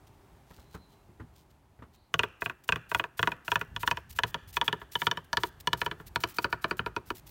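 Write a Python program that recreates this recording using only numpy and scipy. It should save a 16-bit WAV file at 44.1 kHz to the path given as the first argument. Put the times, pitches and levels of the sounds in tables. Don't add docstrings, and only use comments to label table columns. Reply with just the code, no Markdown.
import sys
import numpy as np
from scipy import signal
from scipy.fft import rfft, irfft, next_fast_len
from scipy.io import wavfile
from scipy.ndimage import uniform_filter1d

SR = 44100
rng = np.random.default_rng(int(sys.argv[2]) if len(sys.argv) > 2 else 0)


def dump_mix(stems):
    frames = np.atleast_2d(stems).T
    limited = np.clip(frames, -1, 1)
    pcm = np.round(limited * 32767).astype(np.int16)
    wavfile.write(sys.argv[1], SR, pcm)


N = 322128
TIME = np.arange(N) / SR
SIZE = 4096
TOP_HZ = 15900

# time in seconds, relative rumble level in dB.
BREEZE = [(0.0, -64), (.3, -60), (.9, -72), (1.25, -64), (2.0, -67.5), (2.6, -75), (3.2, -69), (3.58, -71),
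          (3.72, -48.5), (4.6, -55), (4.9, -65), (5.7, -56.5), (6.5, -59.5), (7.3, -57)]
# time in seconds, relative level in dB.
HUSH = [(0.0, -61), (.75, -61.5), (1.54, -66), (4.0, -65), (6.0, -61), (6.7, -63.5), (7.3, -62.5)]
# frequency in Hz, gain in dB.
RUMBLE_COLOUR = [(18, -18), (32, -13), (55, 5.5), (100, 2.5), (170, -9), (300, -22), (700, -45),
                 (2000, -79)]
GARDEN_COLOUR = [(15, -33.5), (25, -9), (58, -2.5), (102, -7), (145, -3.5), (229, -12), (270, -11.5),
                 (373, -11.5), (405, -9), (451, -18.5), (863, -13), (1330, -22), (5280, -35),
                 (16000, -38.5)]
# start in seconds, end in seconds, pitch in Hz,
# relative level in dB, depth of the waver in Hz.
WHISTLES = [(0.51, 1.07, 4050, -71, 110), (1.905, 2.113, 4160, -71, 380)]

# frequency in Hz, gain in dB.
TABLE_COLOUR = [(25, -21), (80, 3.0), (160, -2.5), (400, -7.5), (900, -16.5), (3000, -63)]
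DISHES_COLOUR = [(300, 0.29), (3000, 0.32), (7000, 2.4)]
TREES_COLOUR = [(100, 11), (600, -3.0), (970, -5), (1550, 4), (2100, -1), (2600, -2), (3700, -6.0), (8000, 0.5)]

# time in seconds, relative peak level in dB,
# relative share of the mids in dB.
BUMPS = [(0.505, -46.5, -6.5), (0.582, -47, -8), (0.743, -34.5, -8), (1.087, -47.5, -35),
         (1.197, -35.5, -14), (1.789, -45.5, -16), (1.821, -39, -4)]
# frequency in Hz, gain in dB.
BUMP_COLOUR = [(30, -37), (70, 9), (130, 2), (330, -1.5), (650, -16.5), (1400, -11), (2600, -27.5),
               (5000, -44), (16000, -53)]
BUMP_LOWS = [(350, 1.5), (900, -15.0)]

# start in seconds, end in seconds, level in dB.
RUSTLES = [(0.065, 0.087, -63), (0.45, 0.664, -63.5), (0.692, 0.798, -63.5), (0.743, 0.763, -52.5),
           (0.878, 0.97, -70), (1.32, 1.45, -66), (1.496, 1.528, -68.5), (1.931, 1.966, -61.5)]
# frequency in Hz, gain in dB.
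RUSTLE_COLOUR = [(300, -12), (1500, -4), (3200, 9), (6000, 5), (10000, -1), (14000, 2.5)]

# start in seconds, end in seconds, relative level in dB.
CUTS = [(2.229, 2.245, -53), (2.407, 2.48, -51.5), (2.639, 2.656, -58.5), (2.678, 2.71, -54),
        (2.893, 3.011, -51), (3.172, 3.297, -52.5), (3.45, 3.547, -49.5), (3.59, 3.624, -57),
        (3.798, 3.836, -47.5), (3.853, 3.923, -48), (4.093, 4.14, -55.5), (4.152, 4.192, -49.5),
        (4.264, 4.309, -49.5), (4.477, 4.512, -51), (4.53, 4.58, -49.5), (4.642, 4.696, -51.5),
        (4.798, 4.81, -62), (4.916, 5.078, -47), (5.243, 5.254, -62), (5.388, 5.49, -49),
        (5.602, 5.611, -49), (5.772, 5.863, -51), (6.062, 6.088, -52.5), (6.202, 6.245, -48),
        (6.268, 6.326, -52.5), (6.343, 6.45, -51), (6.496, 6.536, -57), (6.613, 6.64, -54.5),
        (6.675, 6.718, -58.5), (6.77, 6.798, -51.5), (7.057, 7.108, -57), (7.15, 7.198, -52.5),
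        (7.263, 7.307, -55.5)]
# frequency in Hz, gain in dB.
LEAF_COLOUR = [(200, -58), (900, -9.5), (2000, -1.5), (4200, 0), (5200, -0.5), (7000, -1.5), (10500, -3),
               (13500, 2.5), (16000, 2)]
PART_COLOUR = [(5000, -16.0), (10000, -13)]

# time in seconds, relative force in dB, hardness in dB, tick of the edge in dB.
KNOCKS = [(2.1409, 5.5, 0, 1), (2.1931, 5.5, 4, 1.5), (2.2341, 1.1, 3.5, -7.5), (2.42, -0.5, -12.5, 4),
          (2.46, -3, 6.5, -14), (2.4974, -7, -5, 4), (2.6901, 3, 2, -1.5), (2.723, 4, 4, -0.5),
          (2.7589, -5.5, -3.5, 7), (2.9157, -3.5, -4.5, 0), (2.947, 5.5, -4, 11.5), (2.9965, 2.5, -3.5, -5),
          (3.0401, -5, -5, 1.5), (3.193, 1, 0.5, 0.5), (3.2289, 6, -1, 1), (3.2734, 4.5, -2, 5),
          (3.3187, -6, 0, 2), (3.4799, -3, 1.5, -4), (3.5177, 5, -3.5, 5.5), (3.5567, 6, -.5, 4),
          (3.6129, -3.5, -1.5, 0), (3.763, -6, 5.5, 1.5), (3.8317, -2, -3.5, -3), (3.8762, 4.5, 1.5, 7.5),
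          (3.9123, 2, 2, 2), (3.9719, -8.5, 3.5, -1), (4.188, 2, 2.5, 4.5), (4.235, 2, 9, -2.5),
          (4.344, -3.5, 4, 0), (4.5688, -0.2, 12.5, -5), (4.6137, 2, 13.5, -11), (4.6795, 2, 10.5, -5.5),
          (4.7279, -2, 4.5, .5), (4.8155, -16, 6, -19), (4.954, -0.3, 12, -11), (5.018, -.7, 3, 1),
          (5.0686, 3.5, 11, -5.5), (5.1132, -1.5, 7.5, 7), (5.1729, -7.5, 5.5, 0), (5.3303, 0.5, 0, 10.5),
          (5.3709, 2, 3.5, 6), (5.4346, 1.5, 1, 6), (5.6725, 0.7, 13, 3), (5.7313, 1.5, 7.5, 11.5),
          (5.8164, .5, 5.5, 0.5), (5.8626, 0, -4, 5), (5.9132, -8.5, 9, -8), (6.0, -18.5, -10, 0),
          (6.159, 2, 7.5, -2), (6.2373, 2.5, 6, 2.5), (6.385, 3, 3, 4.5), (6.444, 3.5, -5.5, 10.5),
          (6.5273, 2, 3, .5), (6.6431, 2.5, 1.5, -2.5), (6.7106, 1, -2, 2), (6.7932, 0, 4, -17),
          (6.8621, -2.5, 0, 1), (6.964, -1.5, -1.5, 5.5), (7.1036, -1, -8.5, 7.5), (7.3012, 5, -12, 13.5)]
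# nominal frequency in Hz, least width in Hz,
# then the response in dB when struck at the left, in the middle and at the right.
BOARD_MODES = [(101.3, 74, 10.5, 13, 9.5), (163, 32, 3, 12, -3), (244, 64, -1, -11, 8),
               (342, 63.0, 5, -11, 13.5), (413, 49, 7.5, 7, 12), (444, 61, 8, 5, 5),
               (545, 61, -8, -21, -7.5), (668, 43, 9.5, 12, 8.5), (970.3, 92.0, 9, 22, 17),
               (1126, 82, 12.5, 14.5, 7.5), (1225, 76, 0.5, 2, 9), (1394, 177, 2.5, 13, 15),
               (1474, 82, 18.5, 3, 17), (1550, 107.0, 16.5, 1.5, -6), (1731, 147, 5, 16.5, 9),
               (1952, 157, 10, 8.5, -18), (2327, 146, -17, 2, 9.5), (2499, 207, 14, -5.5, 7.5),
               (2772, 167, 11, -4, -2.5), (2996, 230, 3.5, 8.5, 2), (3362, 190, 5, 1, -4.5),
               (3516, 430, -1, 1.5, -10), (4140, 620, -12, -11.5, -1.6), (4566, 320, -27, -7.5, -5),
               (5550, 1066.0, -15, -12.5, -18), (6500, 1430, -15.5, -21.5, -29),
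               (8580, 2800, -27.5, -26.5, -27), (12740, 6800, -27, -30, -42)]
# time in seconds, spot (0 left, 1 middle, 2 right).
SPOT = [(2.1, 0.054), (3.5, 0.31), (4.2, 0.75), (4.6, 0.92), (5.7, 1.33), (6.4, 1.9)]
# time in seconds, weight in dB.
LEAN = [(2.1, 1), (3.3, .5), (3.8, -3), (4.25, 2), (4.6, 2.5), (4.85, 1), (6.4, 2.5), (7.1, 0.5)]
# time in seconds, boost in dB at the centre of the crack's band.
CRACK = [(2.1, -0.5), (3.1, 0), (4.0, 1.5), (5.15, -5), (5.32, 6.5), (5.45, 9), (5.67, -3), (6.3, 3),
         (7.1, -1)]
# frequency in Hz, gain in dB.
PLANKS_COLOUR = [(25, -32), (60, -7.5), (115, 1.5), (260, -7.5), (450, -1.5), (680, -9.0), (820, -15.5),
                 (1050, -3.0), (1500, -6.5), (2000, -15.5), (4000, -29.5), (9000, -45.5)]

CRACK_HZ, CRACK_WIDTH_HZ = 4740, 750
PAUSE_S = 0.125
RING_S, FIRST_RING_S, FIRST_DB = 0.075, 0.022, -1.5
WEIGHT_DB_PER_FORCE_DB = -0.38
CRUSH_DB, CRUSH_LEAD_S, CRUSH_FADE_S = -58.5, 0.0066, 0.013
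STALL_DB, STALL_AFTER_S, STALL_WIDTH_S = -9, 0.019, 0.011


def undb(db):
    return 10 ** (np.asarray(db) / 20)


def unit(x):
    return x / np.sqrt(np.mean(x ** 2))


def add(out, start_s, x):
    i = int(np.clip(round(start_s * SR), 0, N))
    out[i:i + len(x)] += x[:N - i]


def curve(points, s):
    return np.interp(s, *np.transpose(points))


def gains(points, hz):
    f, db = np.transpose(points)
    return undb(np.interp(np.log(hz + 1), np.log(f), db))


def colour(x, points):
    n = next_fast_len(len(x), True)
    return irfft(rfft(x, n) * gains(points, np.fft.rfftfreq(n, 1 / SR)), n)[:len(x)]


def ramp(hz, lo_hz, hi_hz):
    return np.clip(np.log((hz + 1) / lo_hz) / np.log(hi_hz / lo_hz), 0, 1)


def causal(gain):
    cepstrum = irfft(np.log(gain + 1e-5))
    cepstrum[1:SIZE // 2] *= 2
    cepstrum[SIZE // 2 + 1:] = 0
    return np.exp(rfft(cepstrum))


def walk(rate):
    knots = np.arange(0, N / SR + 1, 1 / rate)
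    return np.interp(TIME, knots, rng.standard_normal(len(knots)))


def grains(grain_db, limit, share):
    noise = rng.standard_normal(N)
    strength = rng.exponential(size=N).clip(0, limit)
    return noise * undb(grain_db * strength) * (rng.random(N) < share)


def air(garden_db=2, gust_db=3, flicker_db=1):
    rumble = unit(colour(rng.standard_normal(N), RUMBLE_COLOUR))
    rumble *= undb(curve(BREEZE, TIME) + gust_db * walk(16))
    hush = unit(colour(rng.standard_normal(N), GARDEN_COLOUR))
    hush *= undb(curve(HUSH, TIME) + garden_db + flicker_db * walk(7.8))
    return rumble + hush


def whistles(flutter_db=3):
    out, waver = np.zeros(N), walk(700)
    for start, end, hz, db, waver_hz in WHISTLES:
        swell = np.sin(np.pi * np.clip((TIME - start) / (end - start), 0, 1))
        phase = 2 * np.pi * np.cumsum(hz + waver_hz * waver) / SR
        out += undb(db) * swell * np.sin(phase)
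    return out * undb(flutter_db * walk(37.5))


def tail(noise, start_s, t60):
    t = np.arange(len(noise)) / SR
    y = noise * (t > start_s) * undb(-60 * t / t60)
    return y / np.sqrt(np.sum(y ** 2))


def surroundings(x, table_db=-3, dishes_db=-21, trees_db=-26):
    noise = rng.standard_normal((3, SR * 3 // 4))
    table = colour(tail(noise[0], 0.0098, 0.15), TABLE_COLOUR)
    dishes = colour(tail(noise[1], 0.0038, 0.061), DISHES_COLOUR)
    trees = colour(tail(noise[2], 0.03, 0.63), TREES_COLOUR)
    blurred = x * 1.2 * walk(420)
    close = signal.fftconvolve(x, undb(table_db) * table + undb(dishes_db) * dishes)
    return (close + signal.fftconvolve(blurred, undb(trees_db) * trees))[:N]


def bumps(level_db=2, mids_offset_db=11.5, rise_s=0.0025, fade_s=0.016, crush_s=0.015):
    out, t = np.zeros(N), np.arange(2 * SIZE) / SR
    for (s, db, mids_db), noise in zip(BUMPS, rng.standard_normal((len(BUMPS), len(t)))):
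        body = unit(colour(noise, BUMP_COLOUR))
        low = colour(body, BUMP_LOWS)
        crush = (body - low) * undb(mids_db + mids_offset_db) * np.exp(-t / crush_s)
        bump = (low * np.exp(-t / fade_s) + crush) * (1 - np.exp(-t / rise_s))
        add(out, s, bump / abs(bump).max() * undb(db + level_db))
    return out


def rustles(grain_db=9.5):
    grip = np.zeros(N)
    for start, end, db in RUSTLES:
        grip += undb(db) * np.sin(np.pi * np.clip((TIME - start) / (end - start), 0, 1))
    ticks = grains(grain_db, 4, 0.4)
    return unit(colour(ticks, RUSTLE_COLOUR)) * grip


def blade_pressure():
    pressure, crush = np.zeros(N), np.zeros(N)
    for start, end, db in CUTS:
        pressure[int(start * SR):int(end * SR)] = undb(db)
    for s, *_ in KNOCKS:
        near = slice(int(s * SR) - SIZE, int(s * SR) + SIZE)
        t = TIME[near] - s
        pressure[near] *= undb(STALL_DB * np.exp(-((t - STALL_AFTER_S) / STALL_WIDTH_S) ** 2))
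        crush[near] += np.exp(np.minimum(t / CRUSH_LEAD_S, -t / CRUSH_FADE_S))
    return np.hypot(pressure, undb(CRUSH_DB) * crush)


def leaves(level_db=0.5, grain_db=2.5, flutter_db=6.0, shift_db=2, edge_s=0.0075):
    pressure = uniform_filter1d(blade_pressure(), max(2, int(edge_s * SR)))
    crackle = unit(colour(grains(grain_db, 6, 0.5), LEAF_COLOUR))
    part = colour(crackle, PART_COLOUR)
    rest = crackle - part
    mixed = part * undb(shift_db * np.tanh(walk(76))) + rest * undb(shift_db * walk(64))
    return mixed * pressure * undb(level_db + flutter_db * np.tanh(walk(170)))


def blows():
    s, db, hard_db, tick_db = np.transpose(KNOCKS)
    opens_run = np.diff(s, prepend=0) > PAUSE_S
    weight_db = WEIGHT_DB_PER_FORCE_DB * db + curve(LEAN, s) + FIRST_DB * opens_run
    ring_s = np.where(opens_run, FIRST_RING_S, RING_S)
    return zip(s, db, curve(SPOT, s), weight_db, hard_db, tick_db, ring_s)


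def knocks(bass_db=-4.0, scatter_db=1.47, rough=0.65, burst_s=0.0024, clatter_db=5.0, clatter_s=0.0069):
    hz, t = np.fft.rfftfreq(SIZE, 1 / SR), np.arange(SIZE) / SR
    modes = np.array(BOARD_MODES)
    mode_hz = modes[:, :1]
    width = np.maximum(modes[:, 1:2], 60 + 0.04 * mode_hz)
    delay = 0.0038 / (1 + (hz / 1100) ** 4) + 0.005 / (1 + (hz / 200) ** 2)
    spread = np.exp(-2j * np.pi * np.cumsum(delay) * SR / SIZE)
    again = 0.42 * np.exp(-2j * np.pi * hz * 0.00235) * (1 - 0.8 * ramp(hz, 3500, 7000))
    roughness = rough * (0.96 + 1.9 * ramp(hz, 2000, 4900))
    planks = gains(PLANKS_COLOUR, hz)
    out = np.zeros(N)
    chance = rng.standard_normal((len(KNOCKS), 2, len(modes)))
    grain = rng.standard_normal((len(KNOCKS), 2, SIZE))
    for knock, (size, detune), (noise, shudder) in zip(blows(), chance, grain):
        s, db, spot, weight_db, hard_db, tick_db, ring_s = knock
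        share = np.maximum(0, 1 - abs(np.clip(spot, 0, 2) - np.arange(3)))
        drive = undb(modes[:, 2:]) ** 2 @ share * undb(scatter_db * size) ** 2
        centre = mode_hz + 12 * detune[:, None]
        power = 1 / (1 + ((hz ** 2 - centre ** 2) / ((hz + 1) * width)) ** 2) ** 2

        touch_db = (weight_db + bass_db) * (1 - ramp(hz, 430, 1010))
        touch_db += hard_db * ramp(hz, 1860, 3350)
        touch_db += tick_db * ramp(hz, 2780, 6200)
        touch_db += curve(CRACK, s) * np.exp(-((hz - CRACK_HZ) / CRACK_WIDTH_HZ) ** 2)
        body = causal(np.sqrt(drive @ power) * undb(touch_db))

        burst = noise * np.exp(-t / burst_s)
        contact = 1 + again + roughness * rfft(burst) / np.linalg.norm(burst)
        contact /= np.sqrt(1 + abs(again) ** 2 + roughness ** 2)
        contact *= np.linalg.norm(body) / np.linalg.norm(body * contact)
        blow = irfft(body * spread * contact)

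        jolt = shudder * t * np.exp(-t / clatter_s)
        clatter = irfft(rfft(jolt) / np.linalg.norm(jolt) * planks)
        blow += clatter * undb(clatter_db + weight_db)
        add(out, s, undb(db) * blow * np.exp(-(t / ring_s) ** 4))
    return out


def scene():
    work = knocks() + leaves() + rustles() + bumps()
    return (work + surroundings(work) + air() + whistles())[None]


def record(dry):
    low_cut = signal.butter(2, 32, "highpass", fs=SR, output="sos")
    top_cut = signal.ellip(10, 0.2, 70, TOP_HZ, fs=SR, output="sos")
    thinned = signal.sosfilt(low_cut, dry)
    rounded = 0.5 * np.tanh(2 * thinned)
    return signal.sosfilt(top_cut, rounded)


dry = scene()
out = record(dry)
dump_mix(out)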